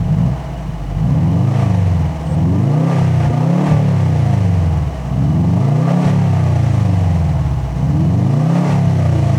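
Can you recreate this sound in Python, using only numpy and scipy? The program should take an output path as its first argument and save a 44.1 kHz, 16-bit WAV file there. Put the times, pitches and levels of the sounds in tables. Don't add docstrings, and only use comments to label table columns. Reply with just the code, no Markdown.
import sys
import numpy as np
from scipy import signal
from scipy.fft import rfft, irfft
from scipy.io import wavfile
from scipy.ndimage import uniform_filter1d

SR = 44100
rng = np.random.default_rng(int(sys.argv[2]) if len(sys.argv) > 2 else 0)


def to_wav(s):
    ch = np.atleast_2d(s).T
    pcm = np.round(np.clip(ch, -1, 1) * 32767)
    wavfile.write(sys.argv[1], SR, pcm.astype(np.int16))


N = 413658

# (press [s], speed then [rpm], lift [s], speed then [rpm], idle returns unless pressed first [s])
BLIPS = [(-0.012, 1103.0, 0.309, 2038.0, 0.34), (0.924, 1335.0, 1.518, 3488.0, 2.11),
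         (2.285, 2001.0, 2.907, 4242.0, 3.4), (3.325, 3360.0, 3.66, 4740.0, 4.9),
         (5.107, 1723.0, 6.014, 4501.0, 7.68), (7.76, 1704.0, 8.632, 4446.0, 9.65)]
# (order, on throttle [dB], on overrun [dB], at idle [dB])
ENGINE_ORDERS = [(1, -28, -36, -31), (2, -28, -18.5, -36), (3, -41, -2.5, -2), (4, -3, 3, 0.5),
                 (5, -1.5, -2.5, -18), (6, -28, -18.5, -27), (7, -1, -.5, -18), (8, 1.5, -2.5, -13),
                 (9, 1.5, -4.5, -7), (10, -13.5, -16, -13), (11, 1.5, 0, -9.5), (12, 5, 0.5, -10.5),
                 (13, 1.5, -13, -5), (14, -18, -1.5, -19), (15, 2, 0, -16), (16, 9, 3, -8)]
# (frequency [Hz], gain [dB])
PIPE_RESPONSE = [(25, -26), (50, -11), (75, -9.5), (86, -1), (95, 2.5), (112, -1.04), (142, 3.5),
                 (175, 0.25), (208, -17), (245, -14.5), (305, -18), (380, -30.5), (520, -32), (900, -35.5)]
# (speed [rpm], rasp [dB], rush [dB], hiss [dB])
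FLOW_THROTTLE_OPEN = [(1390, -33.5, -44.5, -50), (2620, -30.5, -44, -50), (3340, -27.5, -42, -48),
                      (4490, -23, -38, -46)]
FLOW_THROTTLE_SHUT = [(1410, -39.5, -46.5, -52.5), (2010, -34.5, -44, -50.5), (3170, -28, -38.5, -45.5),
                      (4250, -27, -39, -47)]
# (frequency [Hz], relative level [dB])
RASP_SPECTRUM = [(150, -39.5), (260, -2), (400, -2), (470, -1), (535, 0), (570, -6), (630, -1), (705, 1.5),
                 (760, -5.5), (860, -4.5), (1050, -12.5), (1190, -7), (1380, -33), (2200, -50)]
RUSH_SPECTRUM = [(900, -4.5), (1400, 2), (1800, 4.5), (1980, 6), (2250, 2), (2650, 0.5), (2980, -2),
                 (3300, -4.5), (5000, -23)]
HISS_SPECTRUM = [(2400, -15.5), (3500, -2), (4100, 3.5), (4800, 0.5), (5800, 3.5), (7000, -1.5),
                 (8700, -4.5), (11000, -13.5), (14500, -22.5), (17000, -37)]
# (time [s], boost [dB], half-width [s])
WHOOSH_SWELLS = [(1.602, 3.5, 0.059), (2.976, 4.5, 0.085), (3.24, 4, 0.035), (3.698, 6.5, 0.055),
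                 (5.9, 4, 0.026), (6.07, 6.5, 0.053), (8.56, 4, 0.038), (8.716, 6.5, 0.056)]
# (time [s], level [dB], half-width [s])
PUFF_SWELLS = [(0.01, -16, 0.049), (0.694, -20.5, 0.013), (0.756, -38, 0.014), (3.024, -17, 0.012),
               (3.263, -20, 0.02), (3.307, -9, 0.01), (3.73, -18, 0.038), (3.78, -26, 0.014),
               (6.065, -18, 0.016), (6.183, -21, 0.016), (8.73, -21, .02), (8.869, -20, 0.017)]
# (frequency [Hz], relative level [dB])
PUFF_SPECTRUM = [(28, -18), (48, -1), (90, 6), (160, 6.5), (210, -3.5), (310, -22), (600, -41)]
POP_SPECTRUM = [(60, -11), (150, 5), (250, 3), (420, -5), (700, -24)]
# (frequency [Hz], relative level [dB])
BAY_SPECTRUM = [(230, -4), (310, 0.5), (370, -9), (460, -8), (520, -4.5), (565, -13.5), (640, 2), (700, 1),
                (750, -8.5), (815, 2), (880, -6.5), (1150, -9), (1400, -19.5)]
VALVE_SPECTRUM = [(2200, -24.5), (2750, -13), (2900, 5), (3030, 1), (3200, -17), (4000, -27.5)]
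# (order, relative level [dB])
BELT_ORDERS = [(40, -15), (48, -14), (68, -21)]
# (time [s], upper pitch [Hz], level [dB], lower pitch [Hz], level [dB])
BIRD_VOICES = [(2.23, 8890, -73, 7900, -68), (2.255, 8400, -53, 7680, -63), (2.28, 8330, -51, 7480, -64),
               (2.31, 8480, -50, 7620, -49), (2.335, 8620, -50, 7820, -55), (2.352, 8950, -55, 8100, -53),
               (2.368, 9400, -72, 8300, -75)]
# (frequency [Hz], relative level [dB])
WIND_SPECTRUM = [(24, -24), (40, 0.5), (60, 7), (120, 12), (300, 3), (600, -21.5), (2000, -32.5)]


def exhaust(turns, rpm, throttle, overrun, idle, boom_db=-12.5, lope_rpm=3105, sag_rpm=2650):
    pulses, octaves = np.zeros(N), np.log2(rpm / lope_rpm)
    for order, on_db, off_db, idle_db in ENGINE_ORDERS:
        db = throttle * on_db + overrun * off_db + idle * idle_db
        db += 14 * octaves * (order != 4)
        db += 18 * octaves * overrun * (order > 9)
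        db += (.5 + .19 * order) * drift(6.2)
        on_phase = firing_phase(order, late_gain=1)
        off_phase = firing_phase(order, late_gain=1.79) - np.pi / 2 * order
        phase = off_phase + throttle * np.angle(np.exp(1j * (on_phase - off_phase)))
        pulses += from_db(db) * np.cos(2 * np.pi * order * turns + phase)
    sag_db = 8 * overrun * np.minimum(np.log2(rpm / sag_rpm), 0)
    dip_db = 1.2 * np.sin(np.pi * throttle)
    level_db = boom_db + sag_db - 11.5 * idle - dip_db
    return from_db(level_db) * evened(colour(pulses, PIPE_RESPONSE))


def firing_phase(order, late_gain, header_lag_cycles=.0359):
    late = np.array([0, 0, 1, 1])
    arrivals = np.arange(4) / 4 + header_lag_cycles * late
    return np.angle(np.sum(late_gain ** late * np.exp(-2j * np.pi * order * arrivals)) + 1e-6)


def engine_speed(flywheel_s=.14, coast_rpm_per_s=1726, bow=.6656):
    corners = [corner for press, low, lift, high, _ in BLIPS for corner in ((press, low), (lift, high))]
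    last_lift, last_rpm = corners[-1]
    corners.append((N / SR, last_rpm - coast_rpm_per_s * (N / SR - last_lift)))
    rpm = in_time([(s, speed ** bow) for s, speed in corners])[0] ** (1 / bow)
    for _ in range(3):
        rpm = uniform_filter1d(rpm, int(flywheel_s * SR), mode="nearest")
    return rpm


def engine_load(open_s=.091, shut_s=.041, settle_s=.053, open_lag_s=.0077, shut_lag_s=.02):
    throttle = sum(step(press + open_lag_s, open_s) * (1 - step(lift + shut_lag_s, shut_s))
                   for press, _, lift, _, _ in BLIPS)
    next_presses = [blip[0] for blip in BLIPS[1:]] + [np.inf]
    settled = sum(step(blip[-1], settle_s) * (1 - step(press + open_lag_s, open_s))
                  for blip, press in zip(BLIPS, next_presses))
    idle = settled * (1 - throttle)
    return throttle, 1 - throttle - idle, idle


def gas(turns, rpm, throttle, low_cut_hz=380, bay_db=4, bay_below_rpm=2900):
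    rasp_db, rush_db, hiss_db = flow_levels(rpm, throttle)
    angle = 2 * np.pi * (turns - .042)
    surge_db = 1.5 * np.cos(angle) + np.cos(4 * angle) + 2.2 * drift(76)
    low_cut = signal.butter(3, low_cut_hz, "high", fs=SR, output="sos")
    turbulence = signal.sosfilt(low_cut, noise(RASP_SPECTRUM, from_db(surge_db)))
    bark = rms_one(tailpipe_blare(turns) * from_db(.7 * surge_db))
    ragged = .22 + .28 * throttle
    pipes = np.sqrt(ragged) * turbulence + np.sqrt(1 - ragged) * bark
    bay_share = np.clip((bay_below_rpm - rpm) / 1040, 0, .9) * (1 - .61 * throttle)
    bay = from_db(bay_db) * noise(BAY_SPECTRUM)
    rasp = np.sqrt(1 - bay_share) * pipes + np.sqrt(bay_share) * bay + belt_whine(turns)
    rush = noise(RUSH_SPECTRUM, from_db(.44 * surge_db))
    hiss = noise(HISS_SPECTRUM, from_db(.43 * surge_db))
    return from_db(rasp_db) * rasp + from_db(rush_db) * rush + from_db(hiss_db) * hiss


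def flow_levels(rpm, throttle, hiss_growth_db_per_s=.25):
    t = np.arange(N) / SR
    open_db, shut_db = look_up(FLOW_THROTTLE_OPEN, rpm), look_up(FLOW_THROTTLE_SHUT, rpm)
    rasp_db, rush_db, hiss_db = throttle * open_db + (1 - throttle) * shut_db
    whoosh_db = sum(db * np.exp(-((t - s) / width) ** 2) for s, db, width in WHOOSH_SWELLS)
    growth_db = hiss_growth_db_per_s * (t - t.mean())
    return rasp_db + whoosh_db, rush_db + whoosh_db, hiss_db + .91 * whoosh_db + growth_db


def tailpipe_blare(turns, top_order=45, waver_db=4):
    edges = np.zeros(N)
    for order in range(len(ENGINE_ORDERS) + 1, top_order + 1):
        db = waver_db * drift(3.4) - 4 * (order % 4 == 2)
        edges += from_db(db) * np.cos(2 * np.pi * (order * turns + rng.random()))
    return rms_one(colour(edges, RASP_SPECTRUM))


def puffs():
    t = np.arange(N) / SR
    swell = sum(from_db(db) * np.exp(-((t - s) / width) ** 2) for s, db, width in PUFF_SWELLS)
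    return swell * noise(PUFF_SPECTRUM)


def pop(at_s=3.3, level_db=-10.5, rise_s=.0017, decay_s=.01):
    age = np.maximum(np.arange(N) / SR - at_s, 0)
    return from_db(level_db) * step(at_s, rise_s) * np.exp(-age / decay_s) * noise(POP_SPECTRUM)


def belt_whine(turns, gain_db=3.5, muffle_hz=1040):
    tones = sum(from_db(db + gain_db + 2 * drift(5.7)) * np.sin(2 * np.pi * order * turns)
                for order, db in BELT_ORDERS)
    return signal.sosfilt(signal.butter(4, muffle_hz, fs=SR, output="sos"), tones)


def valves(turns, level_db=-54.5, depth_db=6):
    ticks = from_db(depth_db * np.sin(2 * np.pi * 2 * turns))
    return from_db(level_db) * noise(VALVE_SPECTRUM, ticks)


def bird(quaver_db=1):
    upper_hz, upper_db, lower_hz, lower_db = in_time(BIRD_VOICES)
    t = np.arange(N) / SR
    voices = sum(from_db(db + quaver_db * drift(89)) * np.sin(2 * np.pi * np.cumsum(hz) / SR)
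                 for hz, db in [(upper_hz, upper_db), (lower_hz, lower_db)])
    return voices * (t > BIRD_VOICES[0][0]) * (t < BIRD_VOICES[-1][0])


def open_air(wind_db=-35, hiss_db=-58.5):
    return from_db(wind_db) * noise(WIND_SPECTRUM) + from_db(hiss_db) * rng.standard_normal(N)


def from_db(db):
    return 10 ** (db / 20)


def rms_one(x):
    return x / np.sqrt(np.mean(x ** 2) + 1e-20)


def evened(x, window_s=.08):
    size = int(window_s * SR)
    return x / np.sqrt(uniform_filter1d(uniform_filter1d(x * x, size), size) + 1e-12)


def look_up(rows, at):
    knots, *columns = np.transpose(rows)
    return np.array([np.interp(at, knots, column) for column in columns])


def in_time(rows):
    return look_up(rows, np.arange(N) / SR)


def step(at_s, rise_s):
    return .5 + .5 * np.tanh((np.arange(N) / SR - at_s) / rise_s)


def drift(rate_hz, hop=40):
    pole = np.exp(-2 * np.pi * hop * rate_hz / SR)
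    white = rng.standard_normal(N // hop + 2002)
    slow = signal.lfilter([1], [1, -2 * pole, pole * pole], white)[2000:]
    return np.interp(np.arange(N) / hop, np.arange(len(slow)), rms_one(slow))


def colour(x, spectrum, size=16384):
    hz, db = np.transpose(spectrum)
    grid = np.maximum(np.arange(size // 2 + 1) * SR / size, 1)
    gain = from_db(np.interp(np.log(grid), np.log(hz), db))
    roll_off = np.minimum(grid / hz[0], 1) * np.minimum(hz[-1] / grid, 1) ** 2
    cepstrum = irfft(np.log(gain * roll_off))
    cepstrum[1:size // 2] *= 2
    cepstrum[size // 2 + 1:] = 0
    return signal.fftconvolve(x, irfft(np.exp(rfft(cepstrum))))[:N]


def noise(spectrum, gate=1):
    return rms_one(colour(rng.standard_normal(N) * gate, spectrum))


def scene():
    rpm = engine_speed()
    throttle, overrun, idle = engine_load()
    turns = .615 + np.cumsum(rpm / 120) / SR + .001 * drift(15)
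    car = exhaust(turns, rpm, throttle, overrun, idle) + gas(turns, rpm, throttle)
    car = car + puffs() + pop() + valves(turns)
    return (car + open_air() + bird())[None]


def record(dry, cutoff_hz=17100):
    return signal.sosfilt(signal.ellip(10, .1, 80, cutoff_hz, fs=SR, output="sos"), dry)


dry = scene()
out = record(dry)
to_wav(out)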